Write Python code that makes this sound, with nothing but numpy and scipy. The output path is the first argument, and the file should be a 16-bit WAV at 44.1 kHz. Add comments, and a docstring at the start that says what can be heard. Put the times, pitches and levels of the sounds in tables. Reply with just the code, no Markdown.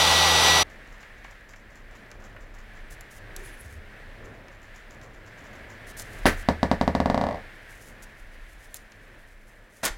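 """A workshop, with a stereo microphone close to the bench. A table saw whines for a moment and stops short.
Glue crackles out of a plastic bottle along a thin wooden strip, which ticks as it is handled. The bottle
is set down and rocks to rest on its base, faster and faster: the loudest sound here. Sleeves rustle,
a finger spreads the glue, and a piece of wood is put down and slid over the bench."""
import sys
import numpy as np
from scipy import signal
from scipy.fft import rfft, irfft, next_fast_len
from scipy.io import wavfile
from scipy.ndimage import uniform_filter1d

SR = 44100
rng = np.random.default_rng(int(sys.argv[2]) if len(sys.argv) > 2 else 0)


def bounce(signal):
    """Save signal as a 16-bit WAV file at the path given by the first command-line argument."""
    frames = np.transpose(np.atleast_2d(signal))
    limited = np.clip(frames, -1, 1)
    pcm = np.round(limited * 32767).astype(np.int16)
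    wavfile.write(sys.argv[1], SR, pcm)


N = 439677
T = np.arange(N) / SR
RING_N = SR // 3  # samples in one short, dying sound
RING_T = T[:RING_N]


def undb(db):
    return 10 ** (np.asarray(db) / 20)


def unit(x):
    return x / np.sqrt(np.mean(x ** 2))


def curve(rows):
    """Each column of a table, joined by straight lines in time."""
    s, *columns = np.transpose(rows)
    return [np.interp(T, s, c) for c in columns]


def add(out, s, x):
    """Mix a short sound in at s seconds."""
    i = int(s * SR)
    out[i:i + len(x)] += x[:N - i]


def colour(x, points):
    """Give a sound a spectrum of (Hz, dB) points; rms 1."""
    hz, db = np.transpose(points)
    size = next_fast_len(len(x), real=True)
    f = np.maximum(np.fft.rfftfreq(size, 1 / SR), 1)
    gain = undb(np.interp(np.log(f), np.log(hz), db)) * np.minimum(f / hz[0], 1) ** 2
    return unit(irfft(rfft(x, size) * gain, size)[:len(x)])


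def resonate(x, hz, width):
    """One resonance, gain 1 at its centre."""
    return signal.lfilter(*signal.iirpeak(hz, hz / width, fs=SR), x + 1e-18)


def band(x, hz, kind, order=2):
    return signal.sosfilt(signal.butter(order, hz, kind, fs=SR, output="sos"), x + 1e-18)


def noise(size=N):
    return rng.standard_normal(size)


def narrow_noise(hz, width, size=N):
    """Noise gathered round one pitch; rms 1."""
    return unit(resonate(resonate(noise(size), hz, width), hz, width))


def walk(rate, size=N):
    """Smooth random wander, rate steps a second; rms 1."""
    k = int(SR / rate)
    steps = np.repeat(noise(size // k + 1), k)
    return unit(uniform_filter1d(uniform_filter1d(steps, k), k)[:size])


def grains(rate, spread_db, size=N):
    """Tiny clicks of uneven size at random moments."""
    out = np.zeros(size)
    at = np.flatnonzero(rng.random(size) < rate / SR)
    out[at] = noise(size)[at] * undb(spread_db * np.minimum(rng.exponential(size=size)[at], 4))
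    return out


def fade(t60):
    return undb(np.maximum(-60 * RING_T / t60, -200))


def rise(seconds, delay=0):
    return np.clip((RING_T - delay) / seconds, 0, 1)


def ring(hz, t60, db):
    return undb(db) * fade(t60) * np.sin(2 * np.pi * hz * RING_T)


# The room behind the bench. Each row: time in seconds, hiss and low air as relative levels in dB.
ROOM_LEVELS = [(.7, -51.5, -56.5), (1.7, -53.5, -55), (2.6, -53.5, -55.5), (3.45, -48.5, -52.5),
               (4.3, -51.5, -53.5), (4.95, -53, -53.5), (5.85, -47.5, -51), (6.2, -44.5, -48.5),
               (7.5, -50, -56), (8.4, -53.5, -57.5), (9.7, -58.5, -60)]
# Spectra of that hiss and low air. Each row: frequency in Hz, relative level in dB.
HISS_SPECTRUM = [(700, -11), (1200, -13.5), (1480, -6), (1750, 0), (2150, -5.5), (2700, -12.5), (4000, -20),
                 (6500, -30), (10000, -33), (16000, -38.5)]
AIR_SPECTRUM = [(40, -7), (60, 6.5), (80, 3.5), (108, 0), (150, -1.5), (250, -2), (420, -2.5), (600, -1),
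                (850, -10), (1400, -10), (8000, -65)]
# The room's faint drone. Each row: pitch in Hz, width in Hz, level in dB against the low air.
ROOM_MODES = [(105.2, 8.7, -7), (123.6, 8.3, -13), (213.8, 9.8, -13.5), (244.7, 12, -22)]
# Arm and bottle bump the bench. Each row: start and length in seconds, pitch in Hz, relative level in dB.
BENCH_BUMPS = [(1.93, 0.18, 222, -55), (3.198, 0.4, 378, -52.5), (3.55, .35, 77, -43),
               (4.179, 0.17, 427, -49.5), (5.95, 0.74, 30.2, -34.5), (6.498, 1.17, 27.6, -40)]

def workshop():
    """Room tone once the saw stops: soft hiss, low droning air, a deep rumble and a few dull bumps."""
    hiss_db, low_db = curve(ROOM_LEVELS)
    hiss = colour(noise(), HISS_SPECTRUM) * undb(hiss_db + 1.14 * walk(9))
    drone = sum(undb(db) * narrow_noise(hz, width) for hz, width, db in ROOM_MODES)
    air = colour(noise(), AIR_SPECTRUM)
    low = (air + drone) * undb(low_db + 1.5 + 1.7 * walk(6.3))
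    rumble = unit(resonate(resonate(noise(), 29, 15), 28.6, 15)) * undb(-49 + 2.5 * walk(4))
    out = hiss + low + rumble
    for s, length, hz, db in BENCH_BUMPS:
        size = int(length * SR)
        add(out, s, undb(db - 1) * np.hanning(size) * narrow_noise(hz, hz / 3, size))
    return out * (T > SAW_STOP_S)


def room(x, t60, wet_db):
    """A short, dull tail from the walls reaches the microphone just after the direct sound."""
    tail = band(noise(RING_N), 3300, "low", order=1) * fade(t60) * (RING_T > .006)
    return x + undb(wet_db) * signal.oaconvolve(x, tail / np.linalg.norm(tail))[:N]


# Sleeve and fingertip, close by. Each row: start in seconds, length in seconds, level in dB.
RUB_STROKES = [(2.897, .06, -57), (3.10, 0.098, -54), (3.348, 0.46, -62.5), (5.863, 0.063, -51),
               (5.964, .07, -43), (6.028, .24, -57), (6.363, .075, -51), (7.68, 0.25, -62),
               (8.02, 0.032, -54.5), (8.47, 0.24, -70), (8.753, .025, -51), (9.688, 0.15, -66)]
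# Spectrum of the rubbing. Each row: frequency in Hz, relative level in dB.
RUB_SPECTRUM = [(1500, -13), (3500, -4.5), (6500, 3), (8500, 0.5), (10500, 2), (13000, -3.5), (16000, -7)]
# The strip turns between dry fingers. Each row: time in seconds, level in dB.
TWIRL_LEVELS = [(3.40, -84), (3.46, -50), (3.50, -67), (3.54, -58), (3.57, -72), (3.612, -46), (3.635, -84)]

def hands():
    """Cloth and skin rub in fine, patchy grains; the turning strip gives a thin hiss."""
    pressure = np.zeros(N)
    spreading_glue = (7.2, 2.7, -71)  # one long, light stroke of the finger
    for s, length, db in RUB_STROKES + [spreading_glue]:
        add(pressure, s, undb(db) * signal.windows.tukey(int(length * SR), alpha=0.36))
    turning = (T > TWIRL_LEVELS[0][0]) & (T < TWIRL_LEVELS[-1][0])
    twirl = unit(resonate(noise(), hz=10400, width=700)) * undb(curve(TWIRL_LEVELS)[0]) * turning
    patchiness = undb(3.3 * walk(44))
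    return pressure * patchiness * colour(grains(9000, 3.4), RUB_SPECTRUM) + twirl


# Spells of handling the strip. Each row: start and end in seconds.
HANDLING_SPELLS = [(.75, 3.3), (8.8, 9.3)]

def faint_ticks(per_second=2):
    """Rows like those of CLEAR_TICKS, at chance moments while the strip is handled."""
    rows = []
    for start, end in HANDLING_SPELLS:
        for slot in np.arange(start, end, 1 / per_second):
            wood_db, snap_db, fine_db = np.array([-60, -65, -65]) + 2 * noise(3)
            rows.append((slot + rng.random() / per_second, wood_db, snap_db, fine_db))
    return rows


# Strip and fingernails, plus two sharp squelches of glue (at 2.115 and 5.014 s) sounded the same way. Each row:
# start in seconds, then wood, snap and fine snap as relative dB.
CLEAR_TICKS = [(1.0293, -45, -53, -66), (1.244, -40.5, -53, -65), (1.535, -44, -61, -65),
               (2.115, -47.5, -46.5, -55), (2.363, -45, -64, -61), (3.009, -57, -48, -43),
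               (3.3635, -48, -34.5, -36.5), (4.4829, -46.5, -51, -67), (5.014, -48.5, -49.5, -62),
               (5.997, -42.5, -40, -35), (8.743, -48, -40, -29.5), (8.9201, -55, -51, -60)]
# Spectra of the two snaps. Each row: frequency in Hz, relative level in dB.
SNAP_SPECTRUM = [(2500, -20), (3900, 0), (6300, 0), (7500, -10), (12000, -28)]
FINE_SPECTRUM = [(5500, -35), (7200, 5.5), (9000, -12), (11100, 3.5), (12500, -6), (16000, -10)]

def ticks():
    """Each tick is a short wooden note of the strip plus a dry snap."""
    out = np.zeros(N)
    wood_spectrum = [(300, -10), (700, -7), (1200, -3.5), (1700, 1), (2600, -8), (8000, -47)]
    for s, wood_db, snap_db, fine_db in CLEAR_TICKS + faint_ticks():
        wood = undb(wood_db + 7) * colour(noise(RING_N), wood_spectrum) * fade(0.049) * rise(0.0039)
        snap = undb(snap_db + 6) * colour(noise(RING_N), SNAP_SPECTRUM)
        snap += undb(fine_db + 6) * colour(noise(RING_N), FINE_SPECTRUM)
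        snap *= 1.6 * fade(0.0041) + 0.26 * fade(0.032)
        add(out, s, (wood + snap) * rise(0.00074))
    return out


# The bottle is squeezed along the strip. Each row: start and end in seconds, typical level in dB.
GLUE_SQUEEZES = [(0.728, 2.8, -57), (4.272, 5.75, -56)]
# The crackle at the nozzle, heard close. Each row: frequency in Hz, relative level in dB.
GLUE_SPECTRUM = [(500, -4), (1100, 7), (2000, -3), (4000, -9.5), (5800, -2.5), (7300, -0.5), (8600, -19.5),
                 (11000, -13.5), (15000, -20)]

def glue(spurts_per_s=9.5, jitter_s=0.0287):
    """Little air pockets crackle as the bead leaves the nozzle in uneven spurts, some wetter than others."""
    flow, wet_flow = np.zeros(N), np.zeros(N)
    spurt = fade(0.22) * rise(0.008)
    crackle = colour(grains(1500, 1.2), GLUE_SPECTRUM)
    squelch = band(colour(grains(400, 2.5), GLUE_SPECTRUM), 2500, "low")
    for start, end, db in GLUE_SQUEEZES:
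        for slot in np.arange(start, end, 1 / spurts_per_s):
            late, strength, wetness = noise(3)
            s = slot + jitter_s * late
            add(flow, s, undb(db + 2.5 * strength) * spurt)
            add(wet_flow, s, undb(db + 1 + 4 * wetness) * spurt)
    return flow * crackle + wet_flow * squelch


# Wood slides on the bench. Each row: time in seconds, level in dB, relative share of fine hiss in dB.
SLIDE_LEVELS = [(9.828, -66, -2), (9.832, -28, -16), (9.844, -26, -14), (9.853, -30, 7.5), (9.862, -23, -6),
                (9.876, -25.5, -19), (9.888, -32, -14), (9.905, -57, -14), (9.96, -78, -18)]
# Spectrum of the scrape. Each row: frequency in Hz, relative level in dB.
SLIDE_SPECTRUM = [(150, -19), (380, -3.5), (600, -5), (1100, -4), (1650, 1), (2400, -5.5), (4400, -8.5),
                  (7000, -5.5), (10800, -10.5), (16000, -15.5)]

def slide(parts):
    """Wood touches down, scrapes a hand's width and shakes the bench."""
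    db, hiss_db = curve(SLIDE_LEVELS)
    scrape = np.zeros(N)
    add(scrape, SLIDE_LEVELS[0][0], colour(grains(7000, 1.6, RING_N), SLIDE_SPECTRUM))
    fine = band(scrape, 6200, "high", order=1)
    out = (scrape - fine + 1.86 * undb(hiss_db) * fine) * undb(db)
    add(out, 9.834, knock(parts, db=-29.5, thud_db=-10, click_db=3))
    add(out, 9.905, ring(hz=36, t60=0.25, db=-29.5))
    return out


# The saw, out in the room: shaft and its octave, fan whine and overtones, gear and blade rings.
# Each row: pitch in Hz, rms level in dB before the swell.
SAW_TONES = [(80.7, -35.5), (161.5, -41), (872.1, -35.5), (1195, -37.5), (1949, -30), (3612, -43),
             (3892, -36), (4384, -45.5), (4463, -41), (4775, -38.5), (5846, -32.5), (7795, -45),
             (9566, -55), (11693, -50.5)]
# The whine swells. Each row: time in seconds, gain in dB for the tones above 1500 Hz.
WHINE_SWELL = [(0, -0.5), (.42, 1), (.49, 4), (.64, 2)]
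# Air torn by the teeth. Each row: frequency in Hz, relative level in dB.
TEETH_SPECTRUM = [(35, -15.5), (200, -12.5), (280, -8.5), (360, -7), (520, -2.5), (850, -3.5), (1300, -1.5),
                  (1700, -7.5), (2900, -2.5), (3700, -0.5), (5500, -9), (7500, -15.5), (11000, -19),
                  (16000, -31)]
# Cabinet and blade slot resonate. Each row: pitch in Hz, width in Hz, rms level in dB.
CABINET_MODES = [(410, 8, -55), (530, 5.8, -47.5), (670, 15, -44), (740, 4.8, -38.5), (786, 14, -37.5),
                 (833, 150, -29), (1013, 6.8, -37), (3510, 130, -34)]
# Slight stereo width of the saw. Each row: frequency in Hz, side against mid in dB.
SAW_SIDE = [(60, -23), (110, -22), (200, -18), (380, -16.5), (700, -23), (1290, -25), (2380, -22.5),
            (4400, -21), (8120, -17.5), (15000, -15)]
SAW_STOP_S = 0.6332

def saw():
    """Shaft hum and fan whine waver with the motor speed over the rush of the teeth; stereo."""
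    t = T[:SR]
    motor_time = t + np.cumsum(0.00047 * walk(11, SR)) / SR
    swell_db = curve(WHINE_SWELL)[0][:SR]
    tones = np.zeros(SR)
    for hz, db in SAW_TONES:
        level = undb(db + swell_db * (hz > 1500) + 0.96 * walk(25.3, SR))
        tones += level * np.sqrt(2) * np.sin(2 * np.pi * (hz * motor_time + rng.random()))
    once_a_turn = 1 + 0.075 * np.sin(2 * np.pi * SAW_TONES[0][0] * t)
    air = colour(noise(SR), TEETH_SPECTRUM) * undb(-19.5 + .5 * walk(31.4, SR)) * once_a_turn
    cabinet = sum(undb(db) * narrow_noise(hz, width, SR) for hz, width, db in CABINET_MODES)
    running = np.clip((SAW_STOP_S - t) / 0.0073, 0, 1)
    stereo = spread(tones + air + cabinet, SAW_SIDE) * running
    return np.pad(stereo, ((0, 0), (0, N - SR)))


# The full bottle, heavily damped. Each row: pitch in Hz, width in Hz, relative level in dB.
BOTTLE_MODES = [(200, 294, 0), (609, 308, 1), (918, 102, -2), (1700, 370, -14.5), (3260, 140, -36),
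                (3800, 560, -18.5), (4630, 320, -19), (7460, 1400, -35.5)]
# The bench top under it. Each row: pitch in Hz, seconds to fall 60 dB, relative level in dB.
BENCH_MODES = [(78.5, 0.54, 3), (144, .22, -17), (165, 0.14, -1), (249, 0.084, 10.5), (274, 0.16, -2),
               (473, 0.37, -5.5), (525, 0.18, 0.5), (584.6, 0.13, 8), (688, 0.13, 2.5), (772, 0.14, -1),
               (846, 0.15, 0.5), (959, 0.15, -1.5), (1233, 0.21, -16), (1717, 0.2, -4)]
# Echo from the walls, farther off. Each row: frequency in Hz, relative level in dB.
WALL_SPECTRUM = [(60, 5), (300, 6.5), (650, 0.5), (1050, -4), (1400, -5.5), (1900, -6), (2600, -19.5),
                 (4500, -23.5), (7000, -31.5), (15000, -47)]

def knock_parts():
    """(Hz, sound) parts of one knock: a dead plastic thock, the ringing bench top, the walls' answer."""
    blow = signal.unit_impulse(RING_N)
    thock = [(hz, undb(db) * resonate(resonate(blow, hz, w), hz, w)) for hz, w, db in BOTTLE_MODES]
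    bench = [(hz, ring(hz, t60, db - 57.5)) for hz, t60, db in BENCH_MODES]
    walls = undb(-45) * colour(noise(RING_N), WALL_SPECTRUM) * fade(0.18) * rise(0.00069, delay=.002)
    low, high = band(walls, 220, "low", order=1), band(walls, 1800, "high", order=1)
    return thock + bench + [(200, low), (700, walls - low - high), (4000, high)]


def knock(parts, db, thud_db, click_db):
    """One contact; its weight sets the thud and its hardness the click."""
    hz, sounds = zip(*parts)
    tilt_hz = [300, 520, 750, 1800, 8000]
    tilt_db = np.interp(np.log(hz), np.log(tilt_hz), [thud_db, 0, 0, click_db, 0.54 * click_db])
    return undb(db + 43.5 + tilt_db) @ np.array(sounds)


# Cap, shell and bench ring. Each row: pitch in Hz, seconds to fall 60 dB, level in dB.
LANDING_MODES = [(123, .2, -23), (249.4, 0.12, -17), (295, .15, -25), (1550, 0.2, -22.5), (1900, 0.19, -24),
                 (2110, 0.17, -31), (10860, .13, -24.5), (13500, .13, -42)]

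def landing():
    """The bottle's first, flat landing thumps, rattles the cap and leaves a thin metallic ring."""
    out = np.zeros(N)
    spectrum = [(80, -7), (300, 5.5), (1200, -0.5), (1900, 2), (3000, -9.5), (6000, -16), (15000, -25)]
    rattle = undb(-14) * colour(noise(RING_N), spectrum) * fade(0.2)
    rings = sum(ring(*mode) for mode in LANDING_MODES)
    add(out, 6.259, (rattle + rings) * rise(0.0028))
    return out


# The base rolls on its rim. Each row: time in seconds, pitch in Hz, relative level in dB.
RIM_ROLL = [(7.06, 757, -52), (7.15, 740, -41), (7.30, 629.5, -39), (7.37, 548, -40), (7.43, 482, -60)]

def wobble():
    """The last contacts run together into a hollow ring that sinks as the base comes to lie flat."""
    hz, db = curve(RIM_ROLL)
    phase = 2 * np.pi * np.cumsum(hz) / SR
    rough_tone = walk(300) * np.sin(phase) + walk(300) * np.cos(phase)
    return rough_tone * undb(db) * (T > RIM_ROLL[0][0]) * (T < RIM_ROLL[-1][0])


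# The bottle knocks in front of the microphone.
# Each row: start in seconds, relative level in dB, extra click in dB.
RIM_KNOCKS = [(6.256, -16, 5.5), (6.4874, -16.5, 1.5), (6.6305, -18, 1), (6.7144, -17.5, -0.5),
              (6.8124, -19, 0), (6.8779, -18.5, -5), (6.9509, -20.5, -0.5), (7.0022, -19.5, -5)]
# Gaps between its resonances. Each row: frequency in Hz, width in Hz, depth from 0 to 1.
BOTTLE_NOTCHES = [(380, 70, .6), (1385, 200, .55), (2500, 440, .5)]

def rocking(parts, contacts=18, gaps_s=(.0565, .0411), gap_ratio=.795):
    """The bottle tips from rim to rim, then settles ever faster; softer contacts lose click and thud."""
    out = np.zeros(N)
    for s, db, click_db in RIM_KNOCKS:
        add(out, s, knock(parts, db, thud_db=1, click_db=click_db))
    s, _, last_click_db = RIM_KNOCKS[-1]
    for k in range(contacts):
        s += gaps_s[k % 2] * gap_ratio ** (k // 2)  # long and short gaps take turns, each pair shorter
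        db = -19.5 - .06 * k ** 2.35
        click_db = last_click_db - .8 * k + 2 * rng.standard_normal()
        add(out, s, knock(parts, db, thud_db=-k, click_db=click_db))
    for hz, width, depth in BOTTLE_NOTCHES:
        out = out - depth * resonate(out, hz, width)
    return out


def spread(x, side_spectrum):
    """A faint, fading difference between left and right gives the sound a little width."""
    hz, db = np.transpose(side_spectrum)
    tail = noise(RING_N) * fade(0.41)
    f = np.maximum(np.fft.rfftfreq(RING_N, 1 / SR), 1)
    gain = undb(np.interp(np.log(f), np.log(hz), db))
    tail = irfft(rfft(tail / np.linalg.norm(tail)) * gain)
    side = signal.oaconvolve(x, tail)[:len(x)]
    return np.array([x + side, x - side])


# Slight stereo width of each layer. Each row: frequency in Hz, side against mid in dB.
BOTTLE_SIDE = [(60, -56), (200, -63), (1300, -59), (2400, -47), (4400, -35), (15000, -27)]
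HANDLING_SIDE = [(60, -39), (1300, -44), (4400, -28), (15000, -22)]
ROOM_SIDE = [(30, -38), (110, -42), (200, -34), (700, -33), (1300, -47), (2400, -57)]

def scene():
    """The saw fills the room; the bench work sits close, in the centre."""
    parts = knock_parts()
    bottle = rocking(parts) + wobble() + landing()
    handling = room(hands() + slide(parts) + glue() + ticks(), t60=0.27, wet_db=-13.5)
    foreground = saw() + spread(bottle, BOTTLE_SIDE) + spread(handling, HANDLING_SIDE)
    return foreground + spread(workshop(), ROOM_SIDE)


def record(dry, top_hz=16000):
    """Each microphone channel adds its own faint hiss; peaks clip at full scale; the top is cut."""
    heard = dry + undb(-74) * rng.standard_normal((2, N))
    lowpass = signal.ellip(8, .2, 70, top_hz, fs=SR, output="sos")
    return signal.sosfilt(lowpass, np.clip(heard, -1, 1))


dry = scene()
out = record(dry)
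bounce(out)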